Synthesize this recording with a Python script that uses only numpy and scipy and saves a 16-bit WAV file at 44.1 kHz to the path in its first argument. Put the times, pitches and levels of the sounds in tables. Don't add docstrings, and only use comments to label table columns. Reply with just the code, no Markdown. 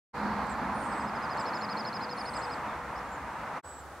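import sys
import numpy as np
from scipy import signal
from scipy.fft import rfft, irfft
from scipy.io import wavfile
from scipy.ndimage import uniform_filter1d

SR = 44100
rng = np.random.default_rng(int(sys.argv[2]) if len(sys.argv) > 2 else 0)


def pcm_store(signal):
    levels = np.round(np.clip(np.atleast_2d(signal), -1, 1) * 32767)
    wavfile.write(sys.argv[1], SR, levels.astype(np.int16).T)


N = 176400
T = np.arange(N) / SR
FREQS = np.maximum(np.fft.rfftfreq(N, 1 / SR), 1)
NEAR_WET_DB, FAR_WET_DB = -16, -9


def undb(db):
    return 10 ** (np.asarray(db) / 20)


def curve(table):
    return np.interp(T, *np.array(table).T)


def spectrum(table):
    hz, db = np.array(table).T
    return undb(np.interp(np.log(FREQS), np.log(hz), db))


def fade(start_s, end_s):
    return np.sin(np.pi / 2 * np.clip((T - start_s) / (end_s - start_s), 0, 1)) ** 2


def noise(gain):
    x = irfft(rfft(rng.standard_normal(N)) * gain, N)
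    return x / x.std()


def drift(cutoff_hz):
    return noise(1 / (1 + (FREQS / cutoff_hz) ** 4))


def resonance(hz, width_hz):
    return 1 / (1 + ((FREQS ** 2 - hz ** 2) / (FREQS * width_hz)) ** 2)


def pan(db):
    return undb(np.array([[1], [-1]]) * db / 2)


def place(x, pan_db, lag_samples):
    delayed = irfft(rfft(x) * np.exp(-2j * np.pi * FREQS * lag_samples / SR), N)
    return np.array([x, delayed]) * pan(pan_db)


def distant(gain):
    # frequency in Hz, side level relative to mid in dB.
    width = [(70, -11.5), (250, -18), (600, -23), (1400, -13.5), (7000, -1.5)]
    # frequency in Hz, left minus right in dB.
    balance = [(60, -0.76), (700, 0.82), (1300, -1.6), (4000, -0.031)]
    mid, side = rfft(rng.standard_normal((2, N)))
    sign = np.array([[1], [-1]])
    ears = mid + sign * side * spectrum(width)
    x = irfft(gain * ears * spectrum(balance) ** (sign / 2), N)
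    return x / x.std()


def hiss():
    # frequency in Hz, relative level in dB.
    colour = [(8000, 0), (10500, -4), (15500, -10.5)]
    common = noise(spectrum(colour))
    separate = np.array([noise(spectrum(colour)) for _ in range(2)])
    return undb(-61.5) * (0.51 * common + 0.86 * separate)


def hum(hz, waver_hz, flutter_db):
    pitch = hz + waver_hz * drift(8.2)
    return np.sqrt(2) * np.sin(2 * np.pi * np.cumsum(pitch) / SR) * undb(flutter_db * drift(6.2))


def engine(drone_hz=215):
    # time in seconds, level in dB.
    levels = [(.21, -47), (.25, -35), (.38, -42.5), (.54, -44.5), (.7, -39.5), (.87, -48), (1.0, -44.5),
              (1.4, -54), (1.7, -48), (2.1, -51), (2.4, -61)]
    firing = undb(-5.5) * hum(206.5, waver_hz=3.9, flutter_db=3.5)
    roar = undb(-8.5) * distant(resonance(drone_hz, width_hz=440))
    drone = distant(resonance(drone_hz, width_hz=56))
    return (drone + firing + roar) * undb(curve(levels))


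def tyre_rush(crossover_hz=1830, flutter_db=0.62):
    # frequency in Hz, relative level in dB.
    colour = [(60, -27), (110, -8.5), (290, -7.5), (380, -12), (720, -4), (930, 0), (1250, -3.5),
              (2100, -14), (3100, -28), (5600, -37), (15500, -60)]
    # time in seconds, level in dB.
    levels = [(.22, -34.5), (.31, -32), (.37, -34), (1.45, -34), (2.1, -37.5), (2.5, -36), (3.15, -39),
              (3.555, -37.5), (3.57, -34.5), (3.6, -38)]
    # time in seconds, gain above the crossover in dB.
    treble_gains = [(.6, -1.5), (2.3, 1)]
    # time in seconds, left minus right in dB.
    balance = [(.5, -1.4), (1.7, .5)]
    rush = distant(spectrum(colour))
    treble = irfft(rfft(rush) / (1 + (crossover_hz / FREQS) ** 6), N)
    rush = rush - treble + treble * undb(curve(treble_gains))
    return rush * undb(curve(levels) + flutter_db * drift(10.6)) * pan(curve(balance))


def road():
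    # time in seconds, level in dB.
    rumble_levels = [(.5, -49.5), (1.3, -54.5), (1.5, -67), (2.1, -64), (2.3, -55), (3.3, -52.5),
                     (3.6, -64)]
    whine_levels = [(1.0, -58.5), (2.3, -52), (3.2, -60)]
    rustle_levels = [(.3, -57.5), (1.7, -76)]
    drone = engine()
    rumble = distant(resonance(63.2, width_hz=29)) * undb(curve(rumble_levels))
    whine = hum(490.6, waver_hz=3.77, flutter_db=4.0) * undb(curve(whine_levels))
    rustle = distant(resonance(4320, width_hz=1040)) * undb(curve(rustle_levels))
    return tyre_rush() + drone + rumble + whine + rustle


def hedge(x, wet_db, t60_s=0.3):
    t = T[:SR // 2]
    tail = rng.standard_normal((2, len(t))) * np.exp(-np.log(1000) * t / t60_s)
    tail /= np.sqrt(np.sum(tail ** 2, axis=1, keepdims=True))
    return x + undb(wet_db) * signal.fftconvolve(x, tail, axes=1)[:, :N]


def sing(times, hz, db, rough, waver=0.051):
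    times = np.sort(times)
    start, end = int(times[0] * SR), int(times[-1] * SR)
    smooth = lambda v: uniform_filter1d(v, size=40)
    shake = smooth(smooth(rng.standard_normal((2, SR // 2))))[:, :end - start]
    jitter, shimmer = rough * shake / shake.std()
    pitch = smooth(np.interp(T[start:end], times, hz)) * (1 + waver * jitter)
    gain = smooth(undb(np.interp(T[start:end], times, db))) * (1 + shimmer)
    gain *= signal.windows.tukey(end - start, .05)
    out = np.zeros(N)
    out[start:end] = np.sqrt(2) * gain * np.sin(2 * np.pi * np.cumsum(pitch) / SR)
    return out


def note(shape, start, level_db, rough, transpose=1, scatter_db=1.0, scatter_hz=30):
    ms, hz, db = np.array(shape).T
    pitch_chance, level_chance = rng.standard_normal((len(ms), 2)).T
    hz = hz * transpose + scatter_hz * pitch_chance
    db = db + level_db + scatter_db * level_chance
    return sing(start + ms / 1000, hz, db, rough)


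def quiet_spot():
    # time in seconds, pitch in Hz, level in dB.
    contour = [(3.63, 7900, -59), (3.69, 7820, -51), (3.77, 7700, -56), (3.80, 7660, -55),
               (3.85, 7440, -84)]
    # frequency in Hz, relative level in dB.
    colour = [(25, -26), (70, -2), (330, -5), (800, 1.5), (1500, -2.5), (2600, -21), (15500, -40)]
    whistle = place(sing(*np.array(contour).T, rough=.08), pan_db=-2.7, lag_samples=-1.2)
    traffic = undb(-46) * distant(spectrum(colour))
    idle = undb(-55.5) * distant(resonance(72.5, width_hz=9.8))
    return traffic + idle + hedge(whistle, NEAR_WET_DB)


def whistles():
    # start in seconds, length in seconds, level in dB.
    calls = [(0.739, 0.33, -54), (2.16, .43, -57.5)]
    # fraction of the length, pitch in Hz, relative level in dB.
    shape = [(0, 9700, -2), (.07, 9050, -1.5), (.54, 7970, -1.5), (.78, 7830, -2.5), (1, 7620, -8)]
    fraction, hz, db = np.array(shape).T
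    song = sum(sing(start + fraction * length, hz, db + level, rough=0.18, waver=0.029)
               for start, length, level in calls)
    return place(song, pan_db=-6.5, lag_samples=2.0)


def tsips():
    # start in seconds, level in dB.
    calls = [(.470, -51.5), (1.3715, -51.5), (2.340, -48)]
    # time in milliseconds, pitch in Hz, relative level in dB.
    shape = [(-1.5, 7900, -6), (1, 7650, 3), (7.5, 7700, -35), (22, 8300, -30), (25, 7750, -1),
             (33, 7720, -1.5), (54.5, 7550, -4.5), (72, 6400, -19)]
    song = sum(note(shape, start, level, rough=0.26) for start, level in calls)
    return place(song, pan_db=-7.5, lag_samples=1.7)


def left_birds():
    # start in seconds, level in dB.
    calls = [(.80, -62), (1.546, -58), (3.09, -58)]
    # time in milliseconds, pitch in Hz, relative level in dB.
    shape = [(-1.5, 7400, 4), (12, 6100, -34), (30, 7250, -4), (41, 7480, -3.5), (70.5, 7050, -5.5),
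             (78, 6200, -13)]
    # time in seconds, pitch in Hz, level in dB.
    chirp = [(2.955, 4650, -61), (2.965, 5150, -58), (2.973, 4950, -64), (2.981, 5400, -58),
             (2.988, 5800, -61), (2.996, 4400, -63)]
    low_call = [(2.682, 3680, -63), (2.715, 3470, -62), (2.727, 3400, -72), (2.74, 3350, -60)]
    replies = sum(note(shape, start, level, rough=.25) for start, level in calls)
    far_calls = sum(sing(*np.array(call).T, rough=0.32) for call in (chirp, low_call))
    return place(replies + far_calls, pan_db=8, lag_samples=0.55)


def reel_note(start, hz, db, reference_hz=5102, full_voice_db=-54, swell_ms=25, rough=0.08):
    # time in milliseconds, pitch before transposition in Hz, relative level in dB.
    chips_shape = [(-1, 4600, -14), (3.5, 4650, -16), (5.5, 4130, -4), (8.3, 4364, 4.5), (11.5, 4100, -16),
                   (14, 4650, 0), (17.5, 3950, -7)]
    arch_shape = [(11.5, 5250, -14), (14, 5130, -7), (22, 5030, -3), (30, 5123, 0), (39, 5070, -0.5),
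                  (46.5, 4560, 0.5), (51, 4250, -18)]
    transpose = hz / reference_hz
    push_db = db - full_voice_db
    chips_db = db - 4.5 + 0.5 * push_db + 0.0342 * (hz - reference_hz)
    chips_start = start + 0.0005 * rng.standard_normal()
    chips = note(chips_shape, chips_start, chips_db, rough, transpose)
    onset_db = 2 * min(push_db, 0)
    arch = [(ms, pitch, level + onset_db * (ms < swell_ms)) for ms, pitch, level in arch_shape]
    return chips + note(arch, start, db, rough, transpose)


def warbler():
    # start in seconds, pitch in Hz, relative level in dB.
    notes = [(0.8921, 5110, -58.5), (0.9745, 5090, -58), (1.0526, 5090, -55.5), (1.1305, 5050, -55.5),
             (1.2103, 5020, -53), (1.289, 5020, -50), (1.3683, 5150, -48.5), (1.4497, 5120, -47.5),
             (1.528, 5120, -47), (1.6074, 5140, -46.5), (1.6857, 5080, -45.5), (1.7659, 5140, -45),
             (1.845, 5140, -45), (1.926, 5110, -45.5), (2.0049, 5020, -46.5), (2.0873, 5120, -46.5),
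             (2.17, 5100, -46.5), (2.25, 5150, -47.5), (2.3306, 5040, -47.5), (2.4108, 5080, -48),
             (2.4961, 5050, -48.5)]
    return undb(1) * sum(reel_note(*row) for row in notes) * pan(-1.5)


def scene():
    floor = hiss()
    reel = hedge(warbler(), NEAR_WET_DB)
    neighbours = hedge(whistles() + tsips() + left_birds(), FAR_WET_DB)
    roadside = (reel + neighbours + road() + floor) * fade(0.13, 0.16) * (1 - fade(3.572, 3.615))
    return roadside + (quiet_spot() + floor) * fade(3.626, 3.656)


def record(dry, cutoff_hz=15700):
    return signal.sosfilt(signal.ellip(10, .1, 70, cutoff_hz, fs=SR, output="sos"), dry)


dry = scene()
out = record(dry)
pcm_store(out)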